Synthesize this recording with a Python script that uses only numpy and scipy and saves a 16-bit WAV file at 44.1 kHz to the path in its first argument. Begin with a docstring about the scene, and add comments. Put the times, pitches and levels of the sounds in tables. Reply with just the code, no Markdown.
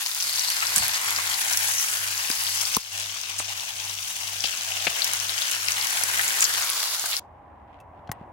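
"""Frying egg, then a campsite.

An egg and a pan of meat fry on an electric stove: steam bubbles burst in the fat, with louder pops,
spurts, passing fizzes and light knocks over a low beating hum. The colour follows where the listener
faces. Cut to a quiet campsite: a breeze, a far rush, a clink, tent cloth rustling and bumping."""
import sys
import numpy as np
from scipy import signal
from scipy.fft import rfft, irfft, next_fast_len
from scipy.io import wavfile
from scipy.ndimage import uniform_filter1d, map_coordinates

SR = 44100
rng = np.random.default_rng(int(sys.argv[2]) if len(sys.argv) > 2 else 0)


def waveform_to_disk(signal):
    """Save audio, clipped to [-1, 1], as 16-bit WAV at the path in sys.argv[1]."""
    frames = np.transpose(np.atleast_2d(signal))
    scaled = np.clip(frames, -1, 1) * 32767
    samples = np.round(scaled).astype(np.int16)
    wavfile.write(sys.argv[1], SR, samples)


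N = 367234
T = np.arange(N) / SR
CUT_S = 7.196
EGG_LEAD_MS, MEAT_LEAD_MS = .26, -.186   # left ear's lead: egg left, meat right

# Still kitchen air. Each row: frequency in Hz, relative density in dB.
KITCHEN_AIR = [(25, -36), (50, -12), (130, 0.5), (250, -25.5), (600, -17.5), (2000, -24.5)]
# Breeze and far rush. Each row: frequency in Hz, relative density in dB.
BREEZE_SPECTRUM = [(18, -41), (30, -22), (81, -4), (143, -16.5), (288, -16), (472, -21), (597, -11),
                   (662, -12), (815, -7.5), (905, -14), (978, -9.5), (1270, -23.5), (1970, -29.5),
                   (4310, -58), (8000, -59), (15000, -62.5)]
# Breeze strength. Each row: time in seconds, relative level in dB.
BREEZE_LEVEL = [(7.25, -49.5), (7.876, -49), (8.327, -45.5)]
# Breeze width. Each row: frequency in Hz, left-right correlation.
BREEZE_LIKENESS = [(150, 0.96), (400, 0.67), (1000, 0.56), (6000, 0.23)]
# Stirring tent cloth. 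Each row: time in seconds, level in dB.
RUSTLE_LEVEL = [(7.25, -74), (7.55, -77), (7.68, -71), (7.75, -63.5), (7.8, -70), (7.89, -83),
                (7.97, -67.5), (8.03, -75), (8.2, -64), (8.27, -79.5)]
# Motor and mains tones. Each row: frequency in Hz, rms in dB before nearness.
HUM_TONES = [(48.88, -69), (97.74, -56), (99.96, -58), (195.5, -74), (199.9, -75)]
# Nearness of the hum. Each row: time in seconds, gain in dB.
HUM_NEARNESS = [(0, -13.5), (.7, -5), (1.5, -2), (3.5, -0.5), (5.5, -1.5), (6.3, -2.5), (6.7, -9.5),
                (7.2, -12.5)]
# Soft low rumbles. Each row: centre in seconds, half-width in seconds, level in dB, pitch in Hz.
RUMBLES = [(0.786, 0.018, -49.5, 180), (0.842, 0.03, -45.5, 85), (6.101, 0.24, -60.5, 420)]
# Knocks of handling, spatula and plate. Each row: start in seconds, thud in dB, its nominal pitch in Hz, clack
# in dB, its pitch in Hz, rattle in dB.
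KITCHEN_KNOCKS = [(.772, -31, 179, -25.5, 1500, -36), (2.301, -25.5, 259, -37.5, 1530, -23.5),
                  (2.768, -36.5, 268, -11.5, 1050, -36.5), (2.7695, -17, 215, -29, 420, -44.5),
                  (3.4, -32, 330, -29, 790, -25.5), (3.4, -45, 300, -19.5, 2370, -34),
                  (4.441, -37.5, 218, -37, 680, -29.5), (4.8686, -22.5, 352, -19, 680, -23),
                  (4.8686, -52.5, 300, -8, 2300, -14), (4.8728, -30.5, 300, -9.5, 2560, -32),
                  (4.878, -30, 170, -10.5, 2470, -22), (7.04, -33.5, 362, -25, 1110, -27)]
# Tent cloth bumps and snaps. Each row: as for the kitchen knocks.
TENT_BUMPS = [(8.074, -59, 150, -56, 2000, -42), (8.092, -51, 181, -27, 750, -30.5),
              (8.0955, -21.5, 120, -48, 714, -36), (8.116, -35, 130, -23.5, 850, -23.5),
              (8.116, -57, 300, -37, 8500, -22), (8.116, -60, 301, -22.5, 1930, -41),
              (8.212, -29, 168, -58, 750, -58)]
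# Listener's heading. Each row: time in seconds, aim (-1 meat, 0 egg, 1 the plate past it).
AIM = [(0, -0.61), (.7, -0.27), (1.2, -0.14), (2.65, 0.78), (2.95, 0.99), (4.3, 1), (5.2, 0.85),
       (6.3, -0.037), (6.8, -0.916)]
# Frying colour per heading. Each row: frequency in Hz, left gain in dB, right gain in dB.
FACING_MEAT = [(230, -47, -34.5), (442, -24, -21), (803, -17, -9), (1240, -11.5, -5), (1600, -8, -12.5),
               (2076, -13, -8), (2900, -3.5, -10), (4850, -2, -1.5), (5940, -2.5, -9), (7300, -4, -6),
               (8830, -17.5, -6.5), (11300, -5.5, -6), (13300, -15, -15), (14800, -10.5, -10.5)]
FACING_EGG = [(230, -25.5, -29.5), (472, -16.5, -21.5), (890, -1.5, -13), (1267, -3, -8.5), (1500, 2, -3),
              (1950, 1.5, -1), (3640, -3, -7.5), (5100, -4, -6), (6650, -0.5, -10.5), (8780, -7, -5),
              (11180, -7.5, -6), (13150, -11.5, -12), (14600, -11, -10.5)]
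FACING_PLATE = [(232, -31, -36), (503, -21.5, -28.5), (640, -12.5, -17.5), (1320, -11, -17.5),
                (1620, -10, -9.5), (1900, -10.5, -13), (2860, -3.5, -8), (4200, -9.5, -13.5),
                (6170, -4, -16.5), (8360, -16, -10.5), (12420, -17.5, -19), (14000, -18.5, -18.5),
                (15500, -17.5, -18)]
# Sizzle scattered by the kitchen. Each row: frequency in Hz, level in dB re direct sound.
SCATTER = [(300, 6.5), (1000, -5), (2500, -4), (5000, -0.5), (9000, -1.5), (12000, -1)]
# How hard the fat fries. Each row: time in seconds, gain in dB.
VIGOUR = [(0, -3), (.2, -2), (.42, 0.5), (.85, 1), (1.25, 0), (1.55, 1), (2.1, 0.6), (2.6, 3), (3.7, 0.5),
          (5, 4.5), (5.75, 2), (6.45, 1.5), (6.8, 1), (7.19, -2)]
# Large, low bubbles. Each row: time in seconds, gain in dB.
LARGE_BUBBLES = [(0, -1), (.35, -2.5), (.6, 0), (.9, -1.5), (1.5, 1), (2.2, -1.5), (2.6, -2.5), (3.5, 3.5),
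                 (4.5, -1.5), (5.1, -0.5), (6.0, -1), (6.6, 0), (7.1, 0)]
# The two pans. Each row: frequency in Hz, meat re egg in dB, lean of each to its side in dB.
PAN_BALANCE = [(1000, -9, 3), (1960, -8, 10.5), (3480, -6, 33.5), (6000, -13.5, 17), (9040, 2, 8.5),
               (12000, 2.5, 1.5)]
# The egg throws larger droplets, the meat finer. Each row: pitch in Hz, left ear's lead in ms.
DROPLET_LEAD = [(6500, EGG_LEAD_MS), (8500, MEAT_LEAD_MS)]
# Droplet side. Each row: pitch in Hz, left over right in dB.
DROPLET_SIDE = [(2200, 2), (3600, 21), (5500, 18), (7000, 1), (8000, -5), (12000, -1.5)]
# Steam leaks under the egg. Each row: centre in seconds, half-width in seconds, level in dB,
# pitch in Hz, bandwidth in octaves.
FIZZES = [(.42, .18, -29.5, 4730, .25), (0.796, .08, -31.5, 4520, .26), (1.774, 0.084, -26.5, 6100, 0.22),
          (2.494, 0.39, -32, 4900, 0.34)]
# Steam jets. 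Each row: start in seconds, half-length in seconds, level in dB, pitch in Hz,
# left over right in dB.
SPURTS = [(.624, .014, -25, 1550, 2), (0.758, 0.04, -24, 8080, -6), (0.941, 0.02, -25.5, 3880, 0),
          (1.184, .01, -26, 1550, 3.5), (1.52, 0.021, -35, 6770, 0), (3.383, 0.027, -27, 7030, 0),
          (4.437, 0.033, -28, 3670, 11), (5.042, 0.0023, -22, 5240, 5), (6.421, 0.0099, -18.5, 6830, 2),
          (6.425, .006, -20, 1900, 4), (7.12, .03, -29, 2700, -5)]
# Water popping in fat. Each row: start in seconds, level in dB, pitch in Hz, mist in dB re pop.
POPS = [(.062, -9, 4800, -16), (0.1485, -16, 6060, -3), (.202, -10, 5500, -18), (.2077, -10, 5800, -15),
        (0.225, -5, 5040, -21), (.3591, -7, 5340, -15), (0.395, -3, 5500, -16), (0.5024, -6, 11450, -7),
        (0.6695, -4, 5300, -24), (0.761, 3, 7490, -13), (0.7816, 4, 8600, -18), (0.882, -3, 12000, -11),
        (1.107, -7.5, 13000, -8), (1.162, -6.5, 4950, -14), (1.3413, -8, 4370, -19), (1.41, -9, 9200, -13),
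        (1.4166, -9, 5540, -8), (1.527, -10, 6000, -6), (1.534, -4, 5670, -14), (1.5735, -3, 5600, -5.5),
        (2.1783, -8, 5840, -18), (2.3155, -9, 4960, -18), (2.3008, -11.5, 6000, -2.5),
        (2.4678, -13.5, 3180, -19), (2.612, -4.5, 5700, -16), (2.653, -7, 4840, -20),
        (2.744, -16, 3200, -20), (2.749, -0.5, 5700, -19), (2.7673, 0.5, 12600, -8.5),
        (2.9994, -13.5, 6870, -18), (3.2139, -15, 5300, -10), (3.2935, -17, 2800, -20),
        (3.8962, -12.5, 5870, -25), (4.4061, -6.5, 5500, -26), (4.44, -7, 2900, -22),
        (4.4426, -10, 5000, -16), (4.444, -13, 4140, -18), (4.4537, -17, 2900, -12),
        (4.7197, -13, 2580, -16.5), (5.0202, -0.5, 4100, -31), (5.0449, -4.5, 5360, -5.5),
        (5.135, -8, 6800, -8), (5.2007, -6.5, 5730, -20), (5.294, -8, 3720, -27), (5.4195, -7, 3560, -17.5),
        (5.5142, -9, 13500, -7), (5.684, -4, 5080, -20), (5.685, -9, 2250, -18), (5.72, -5, 5500, -17),
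        (5.812, -8.5, 4550, -21), (5.87, -10, 5600, -9), (6.0368, 0, 8700, -11), (6.194, -8, 1730, -23),
        (6.28, -6, 7020, -18), (6.407, -0.5, 7060, -19), (6.418, -5, 6980, -20), (6.4246, 3, 6700, -19),
        (6.4422, 4, 6530, -15), (6.4512, 1, 5100, -25), (6.701, -2, 9700, -17), (6.9958, -8, 6770, -21),
        (7.1311, -9.5, 3950, -23), (7.167, -6, 4850, -18)]


def from_db(db):
    """Decibels to gain."""
    return np.exp(np.asarray(db) * (np.log(10) / 20))


def unit_rms(x):
    """Scale to rms 1."""
    return x / np.sqrt(np.mean(x ** 2) + 1e-20)


def in_time(curve):
    """A curve's value at every sample."""
    return np.interp(T, *np.transpose(curve))


def at_hz(table, hz, column=1):
    """Interpolate a column over log frequency."""
    table = np.array(table)
    return np.interp(np.log(hz), np.log(table[:, 0]), table[:, column])


def band(x, hz, octaves):
    """Band-pass around a pitch."""
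    edges_hz = np.clip(hz * 2 ** (np.array([-.5, .5]) * octaves), 10, [.4 * SR, .47 * SR])
    return signal.sosfilt(signal.butter(2, edges_hz, "band", fs=SR, output="sos"), x + 1e-18)


def coloured(x, spectrum, column=1):
    """Filter by one column of a spectrum."""
    size = next_fast_len(N)
    hz = np.fft.rfftfreq(size, 1 / SR) + 1
    return irfft(rfft(x, size) * from_db(at_hz(spectrum, hz, column)), size)[..., :N]


def drift(rate_hz):
    """Slow random wander, rms about 1."""
    pole = np.exp(-80 * np.pi * rate_hz / SR)
    noise = rng.standard_normal(N // 40 + 2002)
    slow = signal.lfilter([1], [1, -2 * pole, pole * pole], noise)[2000:]
    return np.interp(np.arange(N) / 40, np.arange(len(slow)), unit_rms(slow))


def decay(t, t60_s):
    """Exponential decay."""
    return from_db(-60 * t / t60_s)


def bursts(per_s, spread_db, limit_db):
    """Random clicks, most tiny, a few large; rms 1."""
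    at = np.flatnonzero(rng.random(N) < per_s / SR)
    size_db = np.minimum(spread_db * rng.exponential(1, len(at)), limit_db)
    clicks = np.zeros(N)
    clicks[at] = from_db(size_db) * rng.choice([-1, 1], len(at))
    return unit_rms(clicks)


def ping(hz, cycles, glide):
    """A tone swells for the given cycles, then dies; glide raises its pitch."""
    age = T[:SR // 50] * hz / cycles
    envelope = (age * np.exp(1 - age)) ** 2
    return envelope * np.sin(2 * np.pi * cycles * age * (1 + glide * age / (1 + age)))


def panned(x, pan_db):
    """Split to stereo; positive is left."""
    return x * from_db(np.array([[.5], [-.5]]) * pan_db)


def ears(x, lead_ms):
    """Delay the right ear against the left."""
    left, right = np.broadcast_to(x, (2, x.shape[-1]))
    late = np.arange(len(right)) - lead_ms * SR / 1000
    return np.array([left, map_coordinates(right, [late], order=3)])


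def placed(x, hz):
    """Place a droplet by pitch; the nearer ear gets full level."""
    pan_db = at_hz(DROPLET_SIDE, hz)
    return panned(ears(x, at_hz(DROPLET_LEAD, hz)), pan_db) * from_db(-abs(pan_db) / 2)


def add(out, start_s, x):
    """Mix in a short sound."""
    i = int(start_s * SR)
    out[:, i:i + x.shape[-1]] += x[..., :N - i]


def air(spectrum, likeness):
    """Air as smooth, coloured stereo noise; rms 1."""
    size = next_fast_len(N)
    hz = np.fft.rfftfreq(size, 1 / SR) + 1
    mid, side = rfft(rng.standard_normal((2, size))) * from_db(at_hz(spectrum, hz))
    alike = np.clip(at_hz(likeness, hz), -1, 1)
    stereo = np.sqrt(1 + alike) * mid + np.sqrt(1 - alike) * side * [[1], [-1]]
    return unit_rms(irfft(stereo)[:, :N])


def hum(beat_peak_s=3.44):
    """Motor and mains tones beat about twice a second."""
    t = T - beat_peak_s
    tones = sum(from_db(db) * np.sqrt(2) * np.cos(2 * np.pi * hz * t) for hz, db in HUM_TONES)
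    return from_db(in_time(HUM_NEARNESS)) * tones


def rustle(hz=2250, octaves=0.9, per_s=350, flutter_db=1.5):
    """Creases crinkle faintly as the tent cloth stirs."""
    creases = np.array([band(bursts(per_s, 2.1, 13), hz, octaves) for ear in range(2)])
    return unit_rms(creases) * from_db(in_time(RUSTLE_LEVEL) + flutter_db * drift(14.5))


def clink(start_s=7.802, ring_db=-53, ring_hz=2640, click_db=-58, click_hz=6500):
    """A small metal piece on the tent ticks and rings."""
    out, t = np.zeros((2, N)), T[:SR // 5]
    click = unit_rms(band(rng.standard_normal(len(t)), click_hz, 2.2)) * decay(t, t60_s=0.053)
    ring = np.sin(2 * np.pi * ring_hz * t) * decay(t, t60_s=0.074)
    add(out, start_s, from_db(ring_db) * ring + from_db(click_db) * click)
    return out


def rumbles(octaves=1.06):
    """Soft low rumbles: two brief bumps, then a longer low swell of the frying."""
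    out = np.zeros((2, N))
    for centre_s, half_s, db, hz in RUMBLES:
        offset = T[:int(6 * half_s * SR)] / half_s - 3
        noise = unit_rms(band(rng.standard_normal(len(offset)), hz, octaves))
        add(out, centre_s - 3 * half_s, from_db(db - 2.16 * offset ** 2) * noise)
    return out


def knocks(rows, clack_cycles, rattle_octaves, rattle_t60_s, ring_db, pan_db, thud_cycles=5.2):
    """Each contact gives a damped thud, a dry clack, a short rattle and a faint ring."""
    out, t = np.zeros((2, N)), T[:SR // 5]
    for start_s, thud_db, thud_hz, clack_db, clack_hz, rattle_db in rows:
        thud_t60_s = thud_cycles / thud_hz
        sinking_hz = thud_hz * (0.61 + 0.87 * decay(t, 1.5 * thud_t60_s))   # the contact relaxes
        thud = from_db(thud_db) * np.sin(2 * np.pi * np.cumsum(sinking_hz) / SR) * decay(t, thud_t60_s)
        rattle = band(rng.standard_normal(len(t)), clack_hz, rattle_octaves) * decay(t, rattle_t60_s)
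        rattle *= from_db(rattle_db) / np.abs(rattle).max()
        ring = from_db(clack_db + ring_db) * np.sin(2 * np.pi * clack_hz * t) * decay(t, t60_s=0.08)
        clack = from_db(clack_db - pan_db / 2) * ping(clack_hz, clack_cycles, glide=0)
        add(out, start_s, thud + panned(rattle + ring, pan_db))
        add(out, start_s, panned(clack, pan_db))
    return out


def kitchen_reverb(x, t60_s=0.056, wet_db=-5.5, cutoff_hz=11400):
    """Close walls and worktops scatter a short, dull tail that keeps changing."""
    t, hop = T[:SR // 4], SR // 4
    out, lowpass = x.copy(), signal.butter(1, cutoff_hz, fs=SR)
    for i in range(0, N, hop):
        piece = x[:, i:i + 2 * hop]
        piece = piece * np.sin(np.pi * np.arange(piece.shape[1]) / (2 * hop))
        tail = rng.standard_normal((2, len(t))) * decay(t, t60_s) * (t > .001)
        tail = signal.lfilter(*lowpass, tail / np.sqrt(np.sum(tail ** 2) / 2))
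        add(out, i / SR, from_db(wet_db) * signal.fftconvolve(piece, tail, axes=1))
    return out


def stove_echo(x, delay_ms=0.915, sway=0.303, sway_hz=1.236, echo_db=-11):
    """The enamel top mirrors the sound; the path sways, shifting the colour."""
    i = np.arange(N)
    late = [i - delay_ms * SR / 1000 * np.exp(sway * drift(sway_hz)) for ear in x]
    return x + from_db(echo_db) * np.array([np.interp(at, i, ear) for at, ear in zip(late, x)])


def dip(depth_db=7):
    """The level dips briefly."""
    return from_db(-depth_db * np.interp(T, [2.771, 2.778, 2.905, 2.935], [0, 1, 1, 0]))


def fizz(per_s=300, waver=0.031, waver_hz=5, pan_db=7):
    """Each steam leak swells and fades as a stream of like-sized bubbles, wavering in pitch."""
    out = 0
    for centre_s, half_s, db, hz, octaves in FIZZES:
        stream = unit_rms(band(bursts(per_s, spread_db=2.2, limit_db=12.3), hz, octaves))
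        stream = map_coordinates(stream, [np.cumsum(1 + waver * drift(waver_hz))], order=3)
        swell = np.exp(-np.minimum(((T - centre_s) / half_s) ** 2, 20))
        out = out + from_db(db) * swell * stream
    return panned(ears(out, EGG_LEAD_MS), pan_db) * from_db(-pan_db / 2)


def spurts(octaves=1.16, rough_db=3, fade_db=7):
    """Trapped steam escapes in a ragged, fading jet."""
    out = np.zeros((2, N))
    for start_s, half_s, db, hz, pan_db in SPURTS:
        age = T[:int(2 * half_s * SR)] / half_s
        ragged = from_db(rough_db * unit_rms(uniform_filter1d(rng.standard_normal(len(age)), size=60)))
        jet = unit_rms(band(rng.standard_normal(len(age)) * ragged, hz, octaves))
        jet *= from_db(db - fade_db * age ** 2)
        add(out, start_s, panned(ears(jet, at_hz(DROPLET_LEAD, hz)), pan_db))
    return out


def spits(count, level_db, pitch_hz, octaves, cycles, away_db, spread_db=2.2):
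    """Small pops at random times, weaker as the listener turns from the egg."""
    out, aim = np.zeros((2, N)), in_time(AIM)
    starts_s = rng.uniform(0, CUT_S, count)
    deviations = np.clip(rng.standard_normal((count, 2)), -2, 2)
    for start_s, (size, pitch) in zip(starts_s, deviations):
        hz = pitch_hz * 2 ** (octaves * pitch)
        db = level_db + spread_db * size - away_db * aim[int(start_s * SR)] ** 2
        add(out, start_s, from_db(db) * placed(ping(hz, cycles, glide=0.1), hz))
    return out


def pops(mist_hz=9000, mist_octaves=2.4, mist_s=0.0008):
    """A bright mist of fat swells and dies; at its height the droplet bursts with a ping."""
    out, t = np.zeros((2, N)), T[:SR // 100]
    swell = np.exp(-(t / mist_s - 2) ** 2)
    for start_s, db, hz, mist_db in POPS:
        mist = unit_rms(band(rng.standard_normal(len(t)), mist_hz, mist_octaves)) * swell
        mist = panned(ears(mist, MEAT_LEAD_MS), pan_db=-1)
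        add(out, start_s - 2 * mist_s, from_db(db + mist_db) * mist)
        add(out, start_s, from_db(db) * placed(ping(hz, cycles=1.6, glide=0.04), hz))
    return out


def bubbles(per_s=1200, snaps_per_s=2600, snap_db=-1.5, flicker_db=1.0):
    """In each pan bubbles ring at a pitch set by size; tearing films snap at all pitches. Rms 1."""
    lead_scale = np.interp(in_time(AIM), [-1, -.55, 0], [-.6, .8, 1])
    out = 0
    for pan, lead_ms in enumerate((EGG_LEAD_MS, MEAT_LEAD_MS)):
        snaps = from_db(snap_db) * bursts(snaps_per_s, spread_db=4.5, limit_db=17.5)
        fat = 0
        for hz in 14000 / 2 ** (np.arange(13) / 2):
            meat_db, lean_db = at_hz(PAN_BALANCE, hz), at_hz(PAN_BALANCE, hz, column=2)
            shares = panned(1, lean_db), panned(from_db(meat_db), -lean_db)
            clicks = bursts(per_s, spread_db=4.5, limit_db=23) + snaps * rng.standard_normal(N)
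            rings = band(clicks, hz, octaves=0.65) * from_db(flicker_db * drift(25))
            fat = fat + shares[pan] / np.hypot(*shares) * rings
        out = out + ears(fat, lead_ms * lead_scale)
    return unit_rms(out)


def sizzle(level_db=-27.5, clump_db=2.0, shade_db=1.0, wander_db=1.7, large_hz=2000, spray_hz=7500):
    """Close bubbles over their smooth scatter, shaded by the pan rims as the listener turns."""
    aim = in_time(AIM)
    direct_gain = from_db(clump_db * drift(44) - shade_db * np.clip(aim, 0, 1) ** 4)
    fat = stove_echo(bubbles() * direct_gain + coloured(rng.standard_normal((2, N)), SCATTER))
    # large bubbles and fine spray each come and go
    for hz, kind, trend_db in (large_hz, "low", in_time(LARGE_BUBBLES)), (spray_hz, "high", 0):
        swing = from_db(trend_db + wander_db * drift(0.66)) - 1
        fat = fat + swing * signal.sosfiltfilt(signal.butter(2, hz, kind, fs=SR, output="sos"), fat)
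    out = 0
    for facing, colour in (-1, FACING_MEAT), (0, FACING_EGG), (1, FACING_PLATE):
        share = np.maximum(1 - np.abs(aim - facing), 0)
        out = out + share * np.array([coloured(fat[0], colour, 1), coloured(fat[1], colour, 2)])
    return unit_rms(out) * from_db(in_time(VIGOUR) + level_db)


def scene(air_db=-63, breeze_db=1, linger_db=-25):
    """The stove, then a cut to the campsite, where the hiss lingers for an instant."""
    egg_spits = spits(count=260, level_db=-13.5, pitch_hz=5180, octaves=0.5, cycles=1.26, away_db=6.5)
    meat_spits = spits(count=60, level_db=-13, pitch_hz=11900, octaves=0.14, cycles=1.9, away_db=13)
    frying = sizzle() + egg_spits + meat_spits + kitchen_reverb(pops() + spurts() + fizz())
    contacts = knocks(KITCHEN_KNOCKS, clack_cycles=1.4, rattle_octaves=1.47, rattle_t60_s=0.036,
                      ring_db=-25.5, pan_db=13)
    room = rumbles() + hum() + from_db(air_db) * air(KITCHEN_AIR, likeness=[(80, 0.36), (400, 0.12)])
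    indoors = contacts + dip() * (frying + room)
    bumps = knocks(TENT_BUMPS, clack_cycles=1.2, rattle_octaves=1.9, rattle_t60_s=0.023,
                   ring_db=-20, pan_db=5.5)
    tent = bumps + rustle() + clink()
    breeze = from_db(in_time(BREEZE_LEVEL) + breeze_db) * air(BREEZE_SPECTRUM, BREEZE_LIKENESS)
    linger = from_db(linger_db) * decay(np.maximum(T - CUT_S, 0), t60_s=0.16)
    hiss = linger * band(indoors, hz=3000, octaves=2.8)
    return np.where(T < CUT_S, indoors, breeze + tent + hiss)


def record(dry):
    """Cut the deepest bass, round the peaks, cut the top steeply."""
    low_hz, high_hz, ceiling = 40, 15900, .75
    thin = signal.sosfilt(signal.butter(4, low_hz, "high", fs=SR, output="sos"), dry)
    rounded = ceiling * np.tanh(thin / ceiling)
    return signal.sosfilt(signal.ellip(10, .2, 100, high_hz, fs=SR, output="sos"), rounded)


dry = scene()
out = record(dry)
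waveform_to_disk(out)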